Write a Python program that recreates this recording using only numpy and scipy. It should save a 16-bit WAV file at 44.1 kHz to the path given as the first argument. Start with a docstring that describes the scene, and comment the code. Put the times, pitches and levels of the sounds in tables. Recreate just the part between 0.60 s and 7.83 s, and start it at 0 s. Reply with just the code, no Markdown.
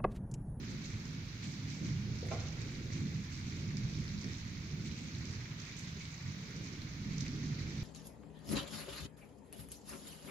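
"""Distant thunder rolls without a break, heard from under a porch roof in light rain.
Random shocks, filtered by distance and split into registers, follow level curves with booms and thumps.
Far drops are a noise wash; near ones are noise splashes that patter, drip in flurries or fall singly.
Something hollow knocks once close by and settles: filtered clacks excite ringing modes.
Both channels share the bass of diffuse sound; the left is much duller from 6 to 11 kHz."""
import sys
import numpy as np
from scipy import signal
from scipy.fft import rfft, irfft, next_fast_len
from scipy.io import wavfile
from scipy.ndimage import uniform_filter1d

SR = 44100
rng = np.random.default_rng(int(sys.argv[2]) if len(sys.argv) > 2 else 0)


def generate_wav(sig):
    """Save sig (samples, or channels by samples) to the path in sys.argv[1] as 16-bit PCM at SR."""
    pcm = np.round(np.clip(np.atleast_2d(sig).T, -1, 1) * 32767).astype(np.int16)
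    wavfile.write(sys.argv[1], SR, pcm)


N = 318914
TIME = np.arange(N) / SR


def from_db(db):
    """Decibels to amplitude gain."""
    return 10 ** (np.asarray(db) / 20)


def rms_one(x):
    """Scale to an rms of one."""
    return x / np.sqrt(np.mean(x ** 2) + 1e-20)


def in_time(rows):
    """Interpolate each column of a time curve at every sample."""
    s, *columns = np.transpose(rows)
    return [np.interp(TIME, s, column) for column in columns]


def at_hz(points, hz):
    """Read a spectrum on a log-frequency axis."""
    known_hz, values = np.transpose(points)
    return np.interp(np.log(np.maximum(hz, 1)), np.log(known_hz), values)


def colour(x, spectrum, size=8192):
    """Causal minimum-phase filter with the given response, via the folded cepstrum."""
    bins_hz = np.linspace(0, SR / 2, size // 2 + 1)
    cepstrum = irfft(np.log(from_db(at_hz(spectrum, bins_hz))))
    cepstrum[1:size // 2] *= 2
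    cepstrum[size // 2 + 1:] = 0
    response = irfft(np.exp(rfft(cepstrum)))
    return signal.fftconvolve(np.atleast_2d(x), response[None], axes=1)[:, :N]


def butter(x, hz, kind, order=2):
    """Causal Butterworth filter."""
    return signal.sosfilt(signal.butter(order, hz, kind, fs=SR, output="sos"), x)


def split(x, hz):
    """Parts below and above a frequency, without phase shift; they sum to the whole."""
    below = signal.sosfiltfilt(signal.butter(6, hz, fs=SR, output="sos"), x)
    return below, x - below


def drift(per_s):
    """Random wandering of rms one, with per_s knots a second."""
    knots = rng.standard_normal(2048)
    return rms_one(np.interp(TIME * per_s, np.arange(len(knots)), knots))


def diffuse(pair):
    """Mix two unrelated signals so that their correlation matches sound from all around."""
    # likeness of diffuse sound at the two microphones: (frequency [Hz], correlation [-1..1])
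    likeness = [(60, 1), (150, 0.98), (280, 0.9), (450, 0.72), (700, 0.32), (1000, 0.48), (1300, 0.0097),
                (1700, -0.44), (2250, 0.31), (2700, -0.012)]
    size = next_fast_len(N, True)
    mid, side = rfft(pair, size)
    alike = np.clip(at_hz(likeness, np.linspace(0, SR / 2, len(mid))), -1, 1)
    mid = mid * np.sqrt((1 + alike) / 2)
    side = side * np.sqrt((1 - alike) / 2)
    return irfft(np.array([mid + side, mid - side]), size)[:, :N]


def arrivals(per_s, spread_db):
    """Impulses at random moments, of random size and sign."""
    born = rng.random(N) < per_s / SR
    sizes = from_db(spread_db * np.clip(rng.standard_normal(N), -2, 2))
    return born * sizes * rng.choice([-1, 1], N)


def burst(hit_t60, tail_db, tail_t60, build_s=0.0013):
    """Half-second stereo noise spatter; reflections under the roof build up, then die away (t60 [s])."""
    t = TIME[:SR // 2]
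    hit = from_db(-60 * t / hit_t60)
    reflections = from_db(tail_db - 60 * t / tail_t60) * (1 - np.exp(-t / build_s))
    return np.hypot(hit, reflections) * rng.standard_normal((2, len(t)))


def add(out, s, sound):
    """Mix a sound in at its moment."""
    start = max(round(s * SR), 0)
    out[:, start:start + sound.shape[1]] += sound[:, :N - start]


def far_rain(patches_per_s=12, flutter_db=0.75):
    """Countless drops on trees and roofs merge into noise; each surface (band) flutters by itself."""
    # wash spectrum: (frequency [Hz], relative density [dB/Hz])
    wash_spectrum = [(150, -37.5), (450, -2), (800, -3), (1200, -1.5), (1750, 1.5), (3000, -0.6),
                     (6500, -3), (8200, -17), (12000, -14.5), (16000, -26)]
    # wash level: (time [s], level [dB])
    wash_level = [(0, -55), (1.5, -55), (2.2, -55.5), (7.23, -54.5)]
    out, rest = 0, rms_one(diffuse(colour(rng.standard_normal((2, N)), wash_spectrum)))
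    for edge_hz in [700, 1100, 1700, 2600, 3800, 5500]:
        surface, rest = split(rest, edge_hz)
        out = out + surface * from_db(flutter_db * drift(patches_per_s))
    return from_db(in_time(wash_level)[0]) * (out + rest)


def splash(pitch_hz, t60, width, broad_db, tail_db):
    """One drop: a noise slap in which the struck leaf or puddle stresses one pitch; peak 1."""
    slap = burst(hit_t60=t60, tail_db=tail_db, tail_t60=.2)[:, :SR // 5]
    pitched = butter(slap, [pitch_hz / width, pitch_hz * width], "band")  # width: frequency ratio
    sound = pitched + from_db(broad_db) * butter(slap, [1500, 7000], "band")
    return sound / np.abs(sound).max()


def patter(drops_per_s, spectrum, count=16):
    """Drops fall at random on spots of different pitch; rms 1."""
    out = 0
    for hz in np.geomspace(1900, 9000, count):
        spot = splash(hz, t60=0.011, width=1.142, broad_db=-11, tail_db=-12)
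        hits = arrivals(drops_per_s / count, spread_db=2.5)
        out = out + signal.oaconvolve(hits[None], spot, axes=1)[:, :N]
    return rms_one(diffuse(colour(out, spectrum)))


def flurry_strength(rise_s=0.026, fall_db_per_s=84):
    """Gain of the drip flurries: each rises quickly to its crest, then thins out."""
    # drip flurries from the leaves: (crest time [s], level [dB])
    flurries = [(0.1, -58), (0.25, -51.5), (0.84, -51.5), (0.92, -63), (1.1, -52), (1.26, -57.5),
                (1.72, -54.5), (1.8, -68), (2.02, -58), (2.11, -61), (2.15, -61), (2.33, -52.5),
                (2.72, -54), (2.85, -56), (2.96, -59), (3.18, -56.5), (3.29, -60), (3.485, -64),
                (3.61, -59), (3.73, -59.5), (4.26, -52.5), (4.38, -54), (4.55, -59), (4.665, -60),
                (5.005, -56), (5.18, -53.5), (5.41, -55), (5.5, -58), (5.96, -59), (6.05, -56.5),
                (6.52, -56), (6.61, -55.5), (6.81, -67), (7.08, -56.5)]
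    power = 0
    for s, db in flurries:
        rise = np.clip(1 + (TIME - s) / rise_s, 0, 1)
        fall = from_db(db - fall_db_per_s * np.maximum(TIME - s, 0))
        power = power + (rise * fall) ** 2
    return np.sqrt(power)


def near_rain(drops_per_s=230, drips_per_s=400, wander_db=0.9, wanders_per_s=14):
    """A gently wandering patter all around, and brighter flurries of drips from the nearest leaves."""
    # patter between the flurries: (time [s], level [dB])
    patter_level = [(0, -58.5), (0.7, -63), (1.3, -56.5), (1.45, -66), (1.6, -55), (2.6, -58), (3.8, -55.5),
                    (4.0, -60.5), (4.2, -59), (5.6, -56), (6.4, -61), (7.23, -56)]
    # filter on the patter splashes: (frequency [Hz], gain [dB])
    patter_filter = [(300, -47), (900, 7.5), (2000, -3), (4000, -4), (6500, 1.5), (8200, -3), (12000, -12),
                     (16000, -8)]
    # filter on the flurry splashes: (frequency [Hz], gain [dB])
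    flurry_filter = [(1200, -21), (2200, -3), (4000, -3), (6500, 0), (8200, 2), (9500, -9), (12000, -12),
                     (16000, -24)]
    steady_gain = from_db(in_time(patter_level)[0] + wander_db * drift(wanders_per_s))
    steady = steady_gain * patter(drops_per_s, patter_filter)
    return steady + flurry_strength() * patter(drips_per_s, flurry_filter)


def close_drops(drop_db=3, tick_db=17, tick_hz=8600, tick_right_db=2):
    """Fat drops from the eaves, nearly dry, and thin high-passed ticks of spray a little to the right."""
    # fat drops: (time [s], peak before drop_db [dB], pitch [Hz], splash t60 [s])
    fat_drops = [(0.2547, -48, 6150, .05), (0.4539, -42, 6100, .012), (0.8307, -48, 3770, .014),
                 (0.831, -48, 2340, .014), (0.8544, -49, 4200, .03), (0.9193, -43, 6270, 0.013),
                 (0.9393, -47, 4420, .014), (1.0874, -55, 4480, .02), (1.2565, -53, 5420, .012),
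                 (1.302, -40, 5890, .012), (1.803, -41, 5800, .025), (2.0167, -45, 6300, .025),
                 (2.1046, -50.5, 3380, .014), (2.15, -43.5, 4440, 0.027), (2.743, -48, 4480, .02),
                 (3.1698, -37, 5130, 0.0089), (3.1697, -47, 2340, 0.011), (3.4795, -45, 4570, .014),
                 (3.492, -46, 3950, .014), (3.587, -43, 4470, .012), (3.6114, -43.5, 5140, .018),
                 (3.643, -42.5, 5080, .025), (3.6424, -44.5, 2030, .014), (3.716, -54, 6070, .012),
                 (3.7487, -44, 3630, .014), (4.5356, -49, 6180, .012), (4.5498, -42.5, 3750, .014),
                 (4.654, -43, 6540, 0.012), (4.999, -44, 5600, .02), (5.166, -44, 6400, .014),
                 (5.191, -39, 6760, .012), (5.195, -42, 6000, .016), (5.4066, -48, 2450, .014),
                 (5.453, -40.5, 3600, .016), (5.963, -45, 5570, .014), (6.0711, -46, 4310, .012),
                 (6.2176, -44, 4030, 0.015), (6.581, -38, 5360, 0.024), (6.604, -40.5, 3800, .03),
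                 (6.606, -37.5, 5740, 0.045), (6.621, -44, 4600, .03), (6.664, -41.5, 2290, 0.0097),
                 (6.6655, -50, 5130, .014), (6.68, -42.5, 4960, 0.025)]
    # spray ticks: (time [s], peak before tick_db and pan [dB])
    spray_ticks = [(1.666, -53), (2.1065, -60), (5.1897, -51.5), (5.901, -59), (6.2152, -58)]
    out = np.zeros((2, N))
    for s, peak_db, hz, t60 in fat_drops:
        drop = splash(hz, t60, width=1.22, broad_db=-13, tail_db=-15)
        add(out, s, from_db(peak_db + drop_db) * drop)
    pan_db = tick_right_db * np.array([[-1], [1]])
    for s, peak_db in spray_ticks:
        tick = butter(burst(hit_t60=0.013, tail_db=-6.0, tail_t60=0.15), tick_hz, "high", order=10)
        add(out, s, from_db(peak_db + tick_db + pan_db) * tick / np.abs(tick).max())
    return out


def knock(clack_db=5.5, ring_db=-1.5, rise_s=0.0014, spot_width=1.15,
          scatter_max=.65, scatters_per_s=55, scatter_build_s=.1):
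    """Contacts clack and feed hollow modes, which start in step at the soft first thump, then scatter."""
    # soft first thump, knock and settling rattle:
    # (time [s], relative level [dB], brightness [Hz], pitch stressed by the touched spot [Hz])
    contacts = [(1.627, -34.5, 410, 455), (1.666, -51.5, 600, 520), (1.7103, -42.5, 3000, 700),
                (1.7148, -38.5, 2400, 750), (1.721, -42, 3500, 2050), (1.735, -45, 2200, 1130),
                (1.76, -53, 1800, 440), (1.775, -58, 2200, 920), (1.795, -55, 3500, 2300),
                (1.812, -56, 1500, 620), (1.872, -58, 1600, 1350), (1.928, -67, 2000, 890)]
    # filter on the contact noise: (frequency [Hz], gain [dB])
    clack_filter = [(120, -12), (330, 1), (560, 9), (720, 6), (1000, -1), (1400, -0.5), (1700, -7),
                    (2150, -2.5), (2900, -3), (6000, -5), (12000, -45)]
    # modes of the hollow thing: (frequency [Hz], relative level [dB], t60 [s], left minus right [dB])
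    modes = [(380, -11, 0.33, 7), (463, -5, 0.082, 0), (496, -15.5, 0.92, 0), (578, -17, .2, 0),
             (647, -0.5, 0.12, -5), (697, 1, 0.13, 15), (795, -3.5, 0.11, -10), (867, -21, 0.13, -1),
             (1060, -9, 0.16, -8), (1100, -28, 0.14, 2), (1217, -24, 0.64, -4), (1350, -24, 1, 5),
             (1407, -25, 1, -2), (1540, -25, 0.42, 0), (2030, -9, 0.086, -5), (2320, -16, 0.13, 3)]
    clacks, rings = np.zeros((2, N)), np.zeros((2, N))
    for s, level_db, bright_hz, spot_hz in contacts:
        clack = butter(burst(hit_t60=0.051, tail_db=-10.5, tail_t60=0.91), bright_hz, "low")
        clack = clack + butter(clack, [spot_hz / spot_width, spot_hz * spot_width], "band")
        add(clacks, s, from_db(level_db + clack_db) * clack)
    at, contact_db, bright_hz, _ = np.transpose(contacts)[:, :, None]
    age = TIME[:SR] - (at - at.min())
    main_age = age[np.argmax(contact_db)]  # the first thump has the highest level
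    # echoes under the roof make the ringing ragged
    scatter = scatter_max * np.clip(main_age / scatter_build_s, 0, 1)
    for hz, mode_db, t60, pan_db in modes:
        decay = from_db(contact_db - 60 * np.abs(age) / t60)
        feeds = np.clip(age / rise_s, 0, 1) * decay
        feeds = feeds / np.hypot(1, (hz / bright_hz) ** 4)  # dull contacts feed high modes less
        envelope = np.linalg.norm(feeds, axis=0)
        wander = drift(scatters_per_s)[:SR] + 1j * drift(scatters_per_s)[:SR]
        phasor = np.sqrt(1 - scatter ** 2) + scatter * wander / np.sqrt(2)
        mode = envelope * np.imag(phasor * np.exp(2j * np.pi * hz * main_age))
        side_db = np.array([[pan_db], [-pan_db]]) / 2
        add(rings, at.min(), from_db(mode_db + ring_db + side_db) * mode)
    return diffuse(colour(clacks, clack_filter)) + rings


def boom_power(hz, width_octaves=0.42):
    """A boom is a bundle of shocks arriving together: it swells and fades, strongest near its pitch."""
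    # booms out of the roll: (crest time [s], length [s], level at own pitch [dB], pitch [Hz])
    booms = [(0.153, 0.043, -43.5, 157), (0.348, 0.061, -37, 87), (0.53, 0.19, -45, 174),
             (0.876, 0.059, -39.5, 171), (1.061, 0.094, -38, 82.5), (1.248, 0.046, -43, 260),
             (1.51, 0.097, -36.5, 91), (1.706, 0.19, -56, 159), (1.748, 0.23, -36, 87),
             (2.034, 0.058, -41, 111), (2.352, 0.17, -38.5, 99), (2.384, 0.071, -43, 213),
             (2.448, 0.053, -33.5, 170), (2.56, 0.1, -36.5, 143), (3.1, 0.04, -41, 130),
             (3.155, 0.035, -45, 213), (3.247, 0.042, -32, 77), (3.393, 0.035, -45, 230),
             (3.395, 0.033, -36, 133), (3.439, 0.176, -39.5, 77), (3.556, 0.073, -39, 155),
             (3.573, 0.066, -47.5, 48), (3.665, 0.049, -43, 185), (3.68, 0.093, -52.5, 342),
             (3.71, 0.092, -42.5, 108), (3.858, 0.095, -47, 151), (4.297, 0.062, -39.0, 73),
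             (4.457, 0.029, -40.5, 125), (4.58, 0.048, -37, 113), (4.677, 0.17, -50, 229),
             (4.926, 0.07, -44.5, 157), (5.016, 0.11, -47.0, 139), (5.3, 0.22, -45, 145),
             (5.374, 0.05, -57, 319), (5.68, 0.062, -39, 128), (5.987, 0.052, -45, 155),
             (6.602, 0.057, -37, 163), (6.717, 0.091, -39.5, 182), (6.753, 0.05, -54.5, 420),
             (6.832, 0.047, -40, 210), (6.898, 0.12, -37.5, 159), (7.04, 0.05, -41.0, 111)]
    power = 0
    for s, length_s, db, pitch_hz in booms:
        swell = (2 * (TIME - s) / length_s) ** 2
        detune = (np.log2(hz / pitch_hz) / width_octaves) ** 2
        power = power + from_db(db) ** 2 * np.exp(-swell - detune)
    return power


def thumps():
    """Short thumps within the roll: each is a sine under a Gaussian, one main push and pull."""
    # thumps: (midpoint [s], level of the sine before the Gaussian [dB], pitch [Hz])
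    short_thumps = [(0.883, -42, 170), (1.25, -28, 190), (1.335, -33, 115), (1.74, -35, 110),
                    (2.363, -39, 172), (2.449, -38, 165), (3.084, -32, 141), (3.252, -31, 100),
                    (3.401, -33.5, 130), (3.681, -32, 149), (4.144, -29, 130), (4.212, -30, 130),
                    (6.01, -32.5, 200), (6.43, -34, 160), (6.47, -29.5, 170), (7.017, -28.5, 125)]
    out = 0
    for s, level_db, pitch_hz in short_thumps:
        turn = 2 * np.pi * pitch_hz * (TIME - s)
        out = out + from_db(level_db) * np.sin(turn) * np.exp(-(turn / np.pi) ** 2 / 2)
    return out


def thunder(shocks_per_s=2500, merge_s=0.078, wall_s=0.01935, wall_db=-13,
            throb_db=1.5, throbs_per_s=16, left_lag_s=3 / SR):
    """Shocks from all along the lightning channels overlap; those from nearer branches keep more growl."""
    # thunder after kilometres of air: (frequency [Hz], gain [dB])
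    air_filter = [(12, -33), (24, -1.5), (41, -12.5), (58, -3), (80, 2), (100, 4), (130, 4.5), (165, 0.5),
                  (205, -5), (260, -10), (350, -18), (480, -28.5), (700, -40.5), (2000, -77)]
    # course of the roll: (time [s], deep swell [dB], low body [dB], high body [dB], growl [dB], rasp [dB])
    roll_levels = [(0, -53, -42, -48.5, -46.5, -56.5), (0.3, -52, -58, -46, -53, -61.5),
                   (0.7, -54, -44, -52.5, -54.5, -62.0), (1.1, -61, -60, -43.5, -49.5, -63.5),
                   (1.35, -53, -35.5, -38.5, -51, -60), (1.65, -56.0, -61, -50, -48.5, -57.5),
                   (1.92, -51, -47, -44.5, -56.5, -60), (2.2, -51, -49.5, -46, -51.0, -56.0),
                   (2.5, -56.5, -60, -61, -57.5, -55.5), (2.72, -51, -43, -46, -52.5, -68.0),
                   (3.0, -53, -42.5, -45.0, -50, -57), (3.2, -49, -47, -37.5, -50.5, -59),
                   (3.6, -57, -54.5, -53, -52, -61.5), (3.85, -51, -46.5, -53.5, -53.5, -66),
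                   (4.2, -57, -44, -41.5, -50.5, -57.5), (4.45, -64, -53.0, -51.5, -51, -61.5),
                   (4.7, -54, -43, -50, -57.5, -60.5), (5.1, -58.5, -53.5, -61, -56, -65),
                   (5.5, -62, -48, -52.5, -59, -68), (5.85, -61, -54, -44.5, -57, -60.0),
                   (6.05, -60, -50, -50.5, -52, -59), (6.32, -54, -47.5, -47.5, -53.5, -63.5),
                   (6.52, -48, -50, -41, -46.5, -59), (6.9, -56.5, -45.5, -54.5, -50.5, -55.5),
                   (7.23, -50, -49, -37, -51, -57)]
    edges_hz, centres_hz = [70, 135, 210, 330], [45, 105, 168, 265, 410]
    shocks = [arrivals(shocks_per_s, spread_db=2.5) for ear in range(2)]
    rest = diffuse(colour(shocks, air_filter))
    # echo from a nearby wall makes the roll boom at a few pitches
    add(rest, wall_s, from_db(wall_db) * rest)
    registers = []
    for edge_hz in edges_hz:
        part, rest = split(rest, edge_hz)
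        registers.append(part)
    registers.append(rest)
    out = 0
    for part, level_db, centre_hz in zip(registers, in_time(roll_levels), centres_hz):
        roll_power = from_db(level_db + throb_db * drift(throbs_per_s)) ** 2
        power = roll_power + boom_power(centre_hz)
        # level out the running power, then impose the roll and its booms
        strength = uniform_filter1d(np.mean(part ** 2, axis=0), int(merge_s * SR)) + 1e-18
        out = out + part * np.sqrt(power / strength)
    left, right = out + thumps()
    # the storm stands a little to the right
    return np.array([np.interp(TIME - left_lag_s, TIME, left), right])


def scene():
    """Thunder under the rain, with the close sounds on top."""
    return thunder() + far_rain() + near_rain() + close_drops() + knock()


def record(dry, hiss_db=-75, hiss_right_db=0.5, cutoff_hz=15650):
    """Each microphone has its own colour; faint electronic hiss is added and the top is cut."""
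    # microphone responses: (frequency [Hz], gain [dB])
    left_mic = [(100, -4), (1000, -2.5), (1600, 2), (1950, 1), (2270, 4), (2700, -0.5), (3100, -4),
                (4100, 3.5), (5200, -1.5), (6200, -12.5), (7100, -15.5), (8000, -32), (15000, -25)]
    right_mic = [(100, -1.5), (1000, -0.13), (1600, 1.5), (1950, 2), (2270, 3.5), (2900, -0.5), (4200, 3.5),
                 (5400, 3), (6400, 4.5), (7200, -1), (8200, -11.5), (11000, -11.5), (15000, -43)]
    # hiss of the electronics: (frequency [Hz], relative density [dB/Hz])
    hiss_spectrum = [(100, -15), (13900, -14.5), (14500, -10), (15200, 1), (15700, -15)]
    heard = np.vstack([colour(dry[0], left_mic), colour(dry[1], right_mic)])
    hiss = rms_one(colour(rng.standard_normal((2, N)), hiss_spectrum))
    hiss = from_db(hiss_db + hiss_right_db * np.array([[-1], [1]])) * hiss
    low_pass = signal.ellip(12, .1, 80, cutoff_hz, fs=SR, output="sos")
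    return signal.sosfilt(low_pass, heard + hiss)


dry = scene()
out = record(dry)
generate_wav(out)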